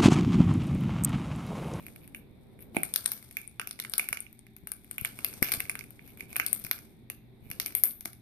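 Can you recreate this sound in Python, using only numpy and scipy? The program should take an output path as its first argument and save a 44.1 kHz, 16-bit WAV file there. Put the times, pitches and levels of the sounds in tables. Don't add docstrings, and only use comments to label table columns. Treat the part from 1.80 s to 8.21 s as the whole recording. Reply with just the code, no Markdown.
import sys
import numpy as np
from scipy import signal
from scipy.fft import rfft, irfft, next_fast_len
from scipy.io import wavfile

SR = 44100
rng = np.random.default_rng(int(sys.argv[2]) if len(sys.argv) > 2 else 0)


def undo_db(level):
    steps = np.asarray(level, float) / 20
    return 10 ** steps


def persist_wave(psi):
    counts = np.round(np.clip(psi, -1, 1) * 32767).astype(np.int16)
    wavfile.write(sys.argv[1], SR, np.atleast_2d(counts).T)


N = 282681

# t/s, crack/dB, edge/dB (>0 thin, sharp), body/dB (>0 large, hollow),
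# bite/dB (>0 stiff, papery)
SNAPS = [(0.0656, -37.5, 7, -6.5, -4), (0.0835, -44, 0, 0, -5), (0.1608, -44.5, 2.5, -0.5, 0),
         (0.277, -41, 3, -7, -8), (0.3474, -41, 2, 8.5, -7), (0.791, -55, 2, 3.5, -4),
         (0.9671, -29.5, -3, 7, -16), (1.0331, -14, -0.5, -17.5, -4), (1.1387, -17, -3, -24, 14),
         (1.16, -16.5, 3, -11, 8), (1.2428, -37.5, -11, -19, 7), (1.256, -38.5, -2, 0, 10.5),
         (1.2597, -10, -10, -18, 5.5), (1.318, -33, 15, -2, 7.5), (1.3328, -35.5, 11, -8, 1),
         (1.4266, -39, -5.5, -13, 4.5), (1.5108, -39.5, 6, -7.5, 0), (1.526, -39, -5, -27, -3),
         (1.569, -34, 8.5, 5.5, 0.5), (1.6153, -39, -2, -18, 1), (1.6765, -37, -10, -17, -11),
         (1.7968, -26, 0, 4.5, -2.5), (1.8151, -37.5, 7.5, 6, 0.5), (1.8729, -32.5, 9, -2.5, 3),
         (1.9104, -34.5, 1.5, -0.5, 8.5), (1.9293, -40, -3, -16, -1), (1.9907, -39, -5, 8, 1.5),
         (1.9997, -23.5, 1.5, -10, 10), (2.0233, -34, -5, -5, 5.5), (2.0384, -36.5, -4, -10, -2),
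         (2.049, -39, 9, 9, 2), (2.0972, -27.5, -2.5, -25, 1), (2.1201, -40, -1.5, -18, -18),
         (2.1368, -25, 6.5, -5, 10.5), (2.1808, -12.5, 0.5, -14, 0), (2.1954, -27, -1.5, 8, -1),
         (2.2416, -42.5, 0.5, 0, -4), (2.2878, -25.5, 5.5, -7, -4), (2.3282, -27.5, 8, 6.5, 0),
         (2.3718, -37, 6, 5, 6), (2.4045, -25, -2.5, -33, 1), (2.4657, -68, 5, 23.5, -1),
         (2.5285, -49, 8, -12.5, 0), (2.5918, -46.5, -5, -8.5, 1), (2.6671, -55, 10, 5, -2),
         (2.7652, -47.5, 13.5, -3.5, 1.5), (2.872, -29.5, 4.5, -9, -2), (2.918, -23.5, 3, -11, 1),
         (3.0452, -53.5, 6.5, -1.5, -10), (3.1119, -25, 4.5, -17, -6), (3.1816, -30, 8, 2.5, -11),
         (3.212, -39, 17, -18, -6), (3.2485, -22, 0, -1.5, -11), (3.256, -37.5, 12.5, 5.5, 5.5),
         (3.2755, -44.5, 9.5, -3, 1), (3.3022, -45.5, -0.5, -14, -3), (3.389, -37, 8.5, 6.5, -1.5),
         (3.4464, -29.5, 17.5, 5.5, 5), (3.481, -39.5, -1, -12, -3), (3.4859, -41, 12, -12, 2),
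         (3.5287, -47.5, 14, 5, -7), (3.5383, -39.5, 0, -2, 7), (3.6233, -48, 25, 8, -3),
         (3.6266, -21, 14, 5, 1), (3.673, -48, 9.5, 7, 8), (3.6861, -37.5, 8.5, 5.5, 6),
         (3.693, -34.5, 11.5, -2, -4), (3.7191, -20, 6, -8, -1), (3.7233, -21, 11, -5.5, 5.5),
         (3.7372, -34.5, 10.5, 8, 7), (3.739, -19, 4, -14, 4), (3.7991, -39, 8, -2, -7.5),
         (3.8036, -20, 1.5, -7, -2), (3.8541, -44.5, -1, 3, -1), (3.8963, -20.5, 1, -4, 2),
         (3.9537, -35.5, 5, 5.5, -23), (3.9911, -32, 3, -4.5, 6), (4.0094, -53.5, 10.5, 14, -6),
         (4.0401, -42.5, 0.5, -7, -3), (4.1064, -49.5, 15.5, -7, -12), (4.193, -68.5, -3, 26, -19),
         (4.2769, -52, 10, 1, 0), (4.3736, -55, 17.5, 12, -9), (4.4069, -39.5, -6, 6, 5),
         (4.5043, -57.5, 16, 6, -1), (4.5288, -34.5, -1, -6, 1.5), (4.5587, -32.5, 5.5, 7, -17),
         (4.5647, -22, 4, -0.5, 1), (4.5985, -29, 10, 14, -0.5), (4.664, -13.5, 2, -23.5, 2),
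         (4.7298, -12.5, 1.5, -27, -6), (4.743, -37, 3, -11, 5), (4.793, -43, 7, -17, 5),
         (4.7976, -44, 13, -12, 0), (4.84, -38, 12, -19, 7), (4.843, -38, 1.5, -24, -4),
         (4.8485, -42, 13.5, 8.5, 6.5), (4.8663, -36.5, 8.5, -5, -11), (4.9124, -25, 11.5, 2.5, 2.5),
         (4.9804, -58, 6.5, 12, 1), (4.9891, -46, 8.5, 4, 4.5), (5.3, -38, 13.5, 8.5, 1.5),
         (5.7019, -46.5, 16, -1, 1), (5.7139, -33, 14, 1, 2), (5.7994, -19.5, 6, -7, 5.5),
         (5.8609, -34, 12, 0.5, 7), (5.8798, -38, 4, -5, 0), (5.906, -46, 4.5, 1, 1),
         (5.923, -43, 11, -3, 3), (5.951, -17.5, 6.5, -14.5, 4.5), (5.9994, -45, 6, -9, 7),
         (6.0368, -23.5, 20.5, -4, 3), (6.109, -40, 1, -18, 11.5), (6.2083, -35, 6, -12.5, 4),
         (6.2524, -35, 1, -11, 6), (6.2562, -25, 6.5, -6.5, 0.5), (6.3317, -39.5, -2, -13, 6.5)]
# low f/Hz, high f/Hz, radiation/dB, rattle time constant/ms
SNAP_BANDS = [(11570, 19500, 13.5, 0.39), (7820, 10200, 12, 0.33), (3360, 7230, 22.5, 0.34),
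              (1213, 3090, 13.5, 0.9), (350, 1900, 18, 3.6)]
# plain snap/dB, share of edge/1, of body/1, of bite/1
SNAP_COLOUR = [(-1, 0.98, 0, 0.044), (-0.5, 0.036, 0.1, -0.01), (-5, 0.28, 0.5, 0.83),
               (-0.15, 0.014, 0.92, 0.023), (-18.5, 0.2, 0.79, -0.029)]
# t/s, level/dB
STRAIN = [(0.0, -59), (0.46, -78.5), (0.9, -73.5), (1.15, -50), (1.62, -63), (1.89, -80), (2.21, -48),
          (2.43, -74), (2.8, -78), (3.32, -53.5), (3.82, -52.5), (4.2, -67), (4.75, -56), (5.05, -63.5),
          (5.39, -94), (5.73, -67), (5.9, -66), (6.3, -81)]
# t/s, rise/s, fall/s, level/dB, darkness/dB re level
FUR_STROKES = [(0, 0.0031, 0.12, -50, 3), (.2, 0.045, 0.026, -49.5, 0), (.345, 0.013, 0.051, -43.5, -10),
               (0.789, 0.043, 0.0039, -40, -4.5), (0.945, 0.0023, 0.092, -35, 1.5),
               (3.63, 0.017, 0.09, -31.5, 3.5), (4.2, 0.084, 0.074, -47, 1), (4.37, 0.033, 0.047, -43.5, 0),
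               (4.48, 0.031, 0.065, -43, 1.5), (5.61, 0.048, 0.098, -53.5, 0.5),
               (5.8, 0.0097, 0.056, -35, -2.5), (5.855, 0.0058, 0.043, -28, -4),
               (5.955, 0.0095, 0.045, -24, -9), (6.04, 0.013, 0.076, -27, -13)]
# t/s, starting level/dB, t60/s, left-right/dB
JOLTS = [(.51, -42, 0.027, -13), (2.313, -39.5, 0.03, -12), (2.836, -43, 0.023, 19),
         (3.219, -38, 0.034, 20.5), (3.6231, -19, 0.012, 19), (3.742, -38, 0.035, -8),
         (3.775, -37.5, 0.055, -12), (3.84, -40, 0.044, -7), (4.43, -37, 0.021, -7),
         (4.847, -37, 0.023, 17), (5.625, -45.5, .034, 19), (5.667, -41, 0.028, -13),
         (5.704, -37.5, 0.027, -14)]
# t/s, level/dB
KNOCKS = [(0.9467, -25.5), (0.966, -6), (6.2556, -25.5)]
# f/Hz, starting level re knock/dB, width/Hz
DESK_MODES = [(147, -8, 100), (270, 0.5, 105), (400, -2, 170), (613, -3, 160), (847, -2.5, 190),
              (1600, -17, 170)]
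# f/Hz, t60/s, left/dB, right/dB
WALLS = [(350, 0.23, 0.5, 0.5), (1200, 0.21, -1.5, -0.5), (2313, 0.25, 1, -4), (5000, 0.23, -10, -2.5),
         (11900, .18, -8, -3)]
# delay/ms, left/dB, right/dB
ECHOES = [(2.143, -14, -5.5), (3.914, -16, -8.5), (9.805, -31, -20.5), (11.25, -27, -18.5),
          (13.96, -35.5, -21), (17.6, -30.5, -11.5), (19.23, -16, -18), (20.1, -22.5, -15),
          (48.3, -30, -17.5)]
# f/Hz, left/dB, right/dB
PORTS = [(300, -15, -14.5), (1135, -16, -16), (1944, -14.5, -13), (2248, -10.5, 3.5), (2754, -15, -7),
         (3050, -29.5, -10.5), (3560, -16, -13), (5440, -36.5, -18.5), (7800, -22.5, -21.5),
         (8660, -2, -35.5), (9480, 3, -16.5), (10700, -5.5, -12), (11830, 2, -8.5), (15300, -8.5, -19.5)]
# f/Hz, density/dB per Hz
AIR_SPECTRUM = [(20, -10), (60, -2), (110, -5), (230, -5.5), (390, -12.5), (480, -32.5), (780, -21),
                (1200, -38.5), (2250, -23), (2950, -39), (3600, -24.5), (6500, -56.5), (12200, -36.5),
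                (14500, -41)]
# f/Hz, correlation/1
AIR_LIKENESS = [(60, 0.27), (130, 0.25), (300, 1), (640, 0.45), (1400, .03)]
# f/Hz, rms/dB, width of each of two resonances/Hz
FAN_TONES = [(120.4, -63.5, 5.7), (216.4, -66, 25), (391.3, -72.5, 7.1)]
# t/s, rms/dB
HAND_RUMBLE = [(0.0, -53), (0.571, -57), (0.93, -52.5), (1.5, -67), (2.12, -61), (2.82, -74), (3.36, -56),
               (3.77, -52.5), (4.19, -58.5), (4.53, -54), (5.43, -63), (5.801, -54), (6.34, -68.5)]

SPOT_SPREAD_MS = 0.05
SETTLING_DB, SETTLING_S = -33, 0.032
FIRST_WALL_MS, BUILD_UP_MS, ECHO_LOW_HZ = 1.4, 3.4, 3720
HALLWAY_DB, HALLWAY_T60_RATIO = -14, 2.6
RIGHT_LAG_MS = 0.167
AIR_RMS_DB = -59


def band(x, low_hz, high_hz):
    return signal.sosfilt(signal.butter(2, [low_hz, high_hz], "band", fs=SR, output="sos"), x + 1e-18)


def resonance(x, hz, width_hz):
    r = np.exp(-np.pi * width_hz / SR)
    poles = [1, -2 * r * np.cos(2 * np.pi * hz / SR), r * r]
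    return signal.lfilter([(1 - r * r) / 2, 0, (r * r - 1) / 2], poles, x + 1e-18)


def rms_one(x):
    return x / np.sqrt(np.mean(x ** 2) + 1e-20)


def at_hz(points, hz, column=1):
    points = np.array(points)
    return np.interp(np.log(np.maximum(hz, 1)), np.log(points[:, 0]), points[:, column])


def at_time(points):
    return undo_db(np.interp(np.arange(N) / SR, *np.transpose(points)))


def sides(pan_db):
    return undo_db(np.array([pan_db, -pan_db]) / 2)


def train(times_s, sizes):
    out = np.zeros((2, N))
    at = np.minimum(np.round(times_s * SR).astype(int), N - 1)
    np.add.at(out, ([[0], [1]], at), sizes)
    return out


def rustle(median_per_s=1100, spread_db=3.5, clumps_db=3.5, bright_db=-7.5, dark_db=2.5, low_db=-2.5):
    s, crack_db, edge_db, *_ = np.transpose(SNAPS)
    shocks = train(s, undo_db(crack_db + np.maximum(edge_db, 0) + SETTLING_DB))[0]
    settling = signal.lfilter([1], [1, -np.exp(-1 / (SETTLING_S * SR))], shocks + 1e-18)
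    level = settling + at_time(STRAIN)
    clumps = rms_one(band(rng.standard_normal(N), 6, 34))
    born = rng.random(N) < median_per_s * undo_db(clumps_db * clumps) / SR
    sizes = undo_db(spread_db * np.minimum(rng.exponential(1, N), 5))
    clicks = rms_one(born * sizes * rng.choice([-1, 1], N))
    bright = band(clicks, 7950, 15000)
    dark = band(clicks, 2800, 8740) + undo_db(low_db) * band(clicks, 420, 2750)
    radiation = undo_db(SNAP_BANDS[0][2])
    return level * radiation * (undo_db(bright_db) * bright + undo_db(dark_db) * dark)


def swishes(grain_db=5.5):
    t, bright, dark = np.arange(N) / SR, 0, 0
    for s, rise_s, fall_s, level_db, dark_db in FUR_STROKES:
        stroke = np.interp(t, [s, s + rise_s, s + rise_s + fall_s], [0, 1, 0])
        bright = bright + undo_db(level_db) * stroke
        dark = dark + undo_db(level_db + dark_db) * stroke
    grain = rms_one(band(rng.standard_normal(N), 50, 400))
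    fur = rng.standard_normal((2, N)) * undo_db(grain_db * grain)
    return bright * band(fur, 9000, 16000) + dark * band(fur, 500, 8700)


def air():
    size = next_fast_len(N)
    hz = np.arange(size // 2 + 1) * SR / size
    mid, side = rfft(rng.standard_normal((2, size))) * undo_db(at_hz(AIR_SPECTRUM, hz))
    alike = np.clip(at_hz(AIR_LIKENESS, hz), 0, 1)
    spectra = np.sqrt(1 + alike) * mid + np.sqrt(1 - alike) * side * [[1], [-1]]
    return undo_db(AIR_RMS_DB) * rms_one(irfft(spectra, size)[:, :N])


def fan_hum():
    white, hum = rng.standard_normal(N), 0
    for hz, rms_db, width_hz in FAN_TONES:
        tone = resonance(resonance(white, hz, width_hz), hz, width_hz)
        hum = hum + undo_db(rms_db) * rms_one(tone)
    return hum


def hand_rumble():
    own, shared = rng.standard_normal((2, N)), rng.standard_normal(N)
    return at_time(HAND_RUMBLE) * rms_one(band(own + 0.8 * shared, 45, 311))


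def snaps(rattle_db=-1.5, facing_spread_db=2.2):
    s, crack_db, *traits_db = np.transpose(SNAPS)
    arrival_s = s + [[0], [SPOT_SPREAD_MS / 1000]] * rng.standard_normal(len(s))
    out, rattle = 0, rng.standard_normal(N)
    facing_db = rng.normal(0, facing_spread_db, (len(s), len(SNAP_BANDS)))
    for k, (low_hz, high_hz, radiation_db, rattle_ms) in enumerate(SNAP_BANDS):
        plain_db, *shares = SNAP_COLOUR[k]
        level_db = crack_db + plain_db + np.dot(shares, traits_db) + radiation_db
        cracks = train(arrival_s, undo_db(level_db) * sides(facing_db[:, k]))
        decay = np.exp(-1 / (rattle_ms * SR / 1000))
        dying = signal.lfilter([0, 1], [1, -decay], cracks + 1e-18)
        width = 2 * (high_hz - low_hz) / SR
        burst = cracks / width + undo_db(rattle_db) * dying * rattle / np.sqrt(width)
        out = out + band(burst, low_hz, high_hz)
    return out


def jolts():
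    t, out = np.arange(SR // 8) / SR, np.zeros((2, N + SR))
    for s, start_db, t60_s, pan_db in JOLTS:
        extra_turns = (4.7 / t60_s - 55) * 0.0037 * (1 - np.exp(-t / 0.0066))
        pulse = undo_db(-60 * t / t60_s) * np.sin(2 * np.pi * (101 * t + extra_turns))
        at = round(s * SR)
        out[:, at:at + len(t)] -= undo_db(start_db) * sides(pan_db)[:, None] * pulse
    return out[:, :N]


def knock():
    s, level_db = np.transpose(KNOCKS)
    blow, out = -train(s, undo_db([level_db, level_db])), 0
    for k, (hz, mode_db, width_hz) in enumerate(DESK_MODES):
        ring = resonance(blow, hz, width_hz) * SR / width_hz / np.pi
        out = out + (-1) ** k * undo_db(mode_db) * ring
    return out


def room(x):
    t = np.arange(SR // 2) / SR
    edges_hz, white = 120 * 2. ** np.arange(8), rng.standard_normal((2, len(t)))
    late_s = np.maximum(t - FIRST_WALL_MS / 1000, 0)
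    build_up = 1 - np.exp(-late_s / (BUILD_UP_MS / 1000))
    answer = np.zeros((2, len(t)))
    for delay_ms, left_db, right_db in ECHOES:
        answer[:, round(delay_ms * SR / 1000)] = undo_db([left_db, right_db])
    answer = band(answer, ECHO_LOW_HZ, 22000)
    for low_hz, high_hz in zip(edges_hz, edges_hz[1:]):
        centre_hz = np.sqrt(low_hz * high_hz)
        t60_s, left_db, right_db = (at_hz(WALLS, centre_hz, column=c) for c in range(1, 4))
        fall_db = -60 * late_s / t60_s
        dying = build_up * (undo_db(fall_db) + undo_db(HALLWAY_DB + fall_db / HALLWAY_T60_RATIO))
        tail = band(white, low_hz, high_hz) * dying / np.linalg.norm(dying)
        answer += undo_db([[left_db], [right_db]]) * tail
    return signal.oaconvolve(x.mean(0)[None], answer, axes=1)[:, :N]


def ports(x, size=2048):
    hz = np.arange(size // 2 + 1) * SR / size
    gains = undo_db([at_hz(PORTS, hz, column=1), at_hz(PORTS, hz, column=2)])
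    cepstrum = irfft(np.log(gains))
    cepstrum[:, 1:size // 2] *= 2
    cepstrum[:, size // 2 + 1:] = 0
    lag = np.exp(-2j * np.pi * hz * np.array([[0], [RIGHT_LAG_MS / 1000]]))
    response = irfft(np.exp(rfft(cepstrum)) * lag)
    return signal.oaconvolve(x, response, axes=1)[:, :N]


def scene():
    bag = rustle() + swishes() + snaps() + knock()
    return ports(bag + room(bag)) + air() + fan_hum() + hand_rumble() + jolts()


def low_pass(x):
    return signal.sosfilt(signal.butter(12, 16470, fs=SR, output="sos"), x)


def record(dry):
    mix = signal.sosfilt(signal.cheby2(8, 26, 14850, fs=SR, output="sos"), dry)
    return low_pass(mix)


dry = scene()
out = record(dry)
persist_wave(out)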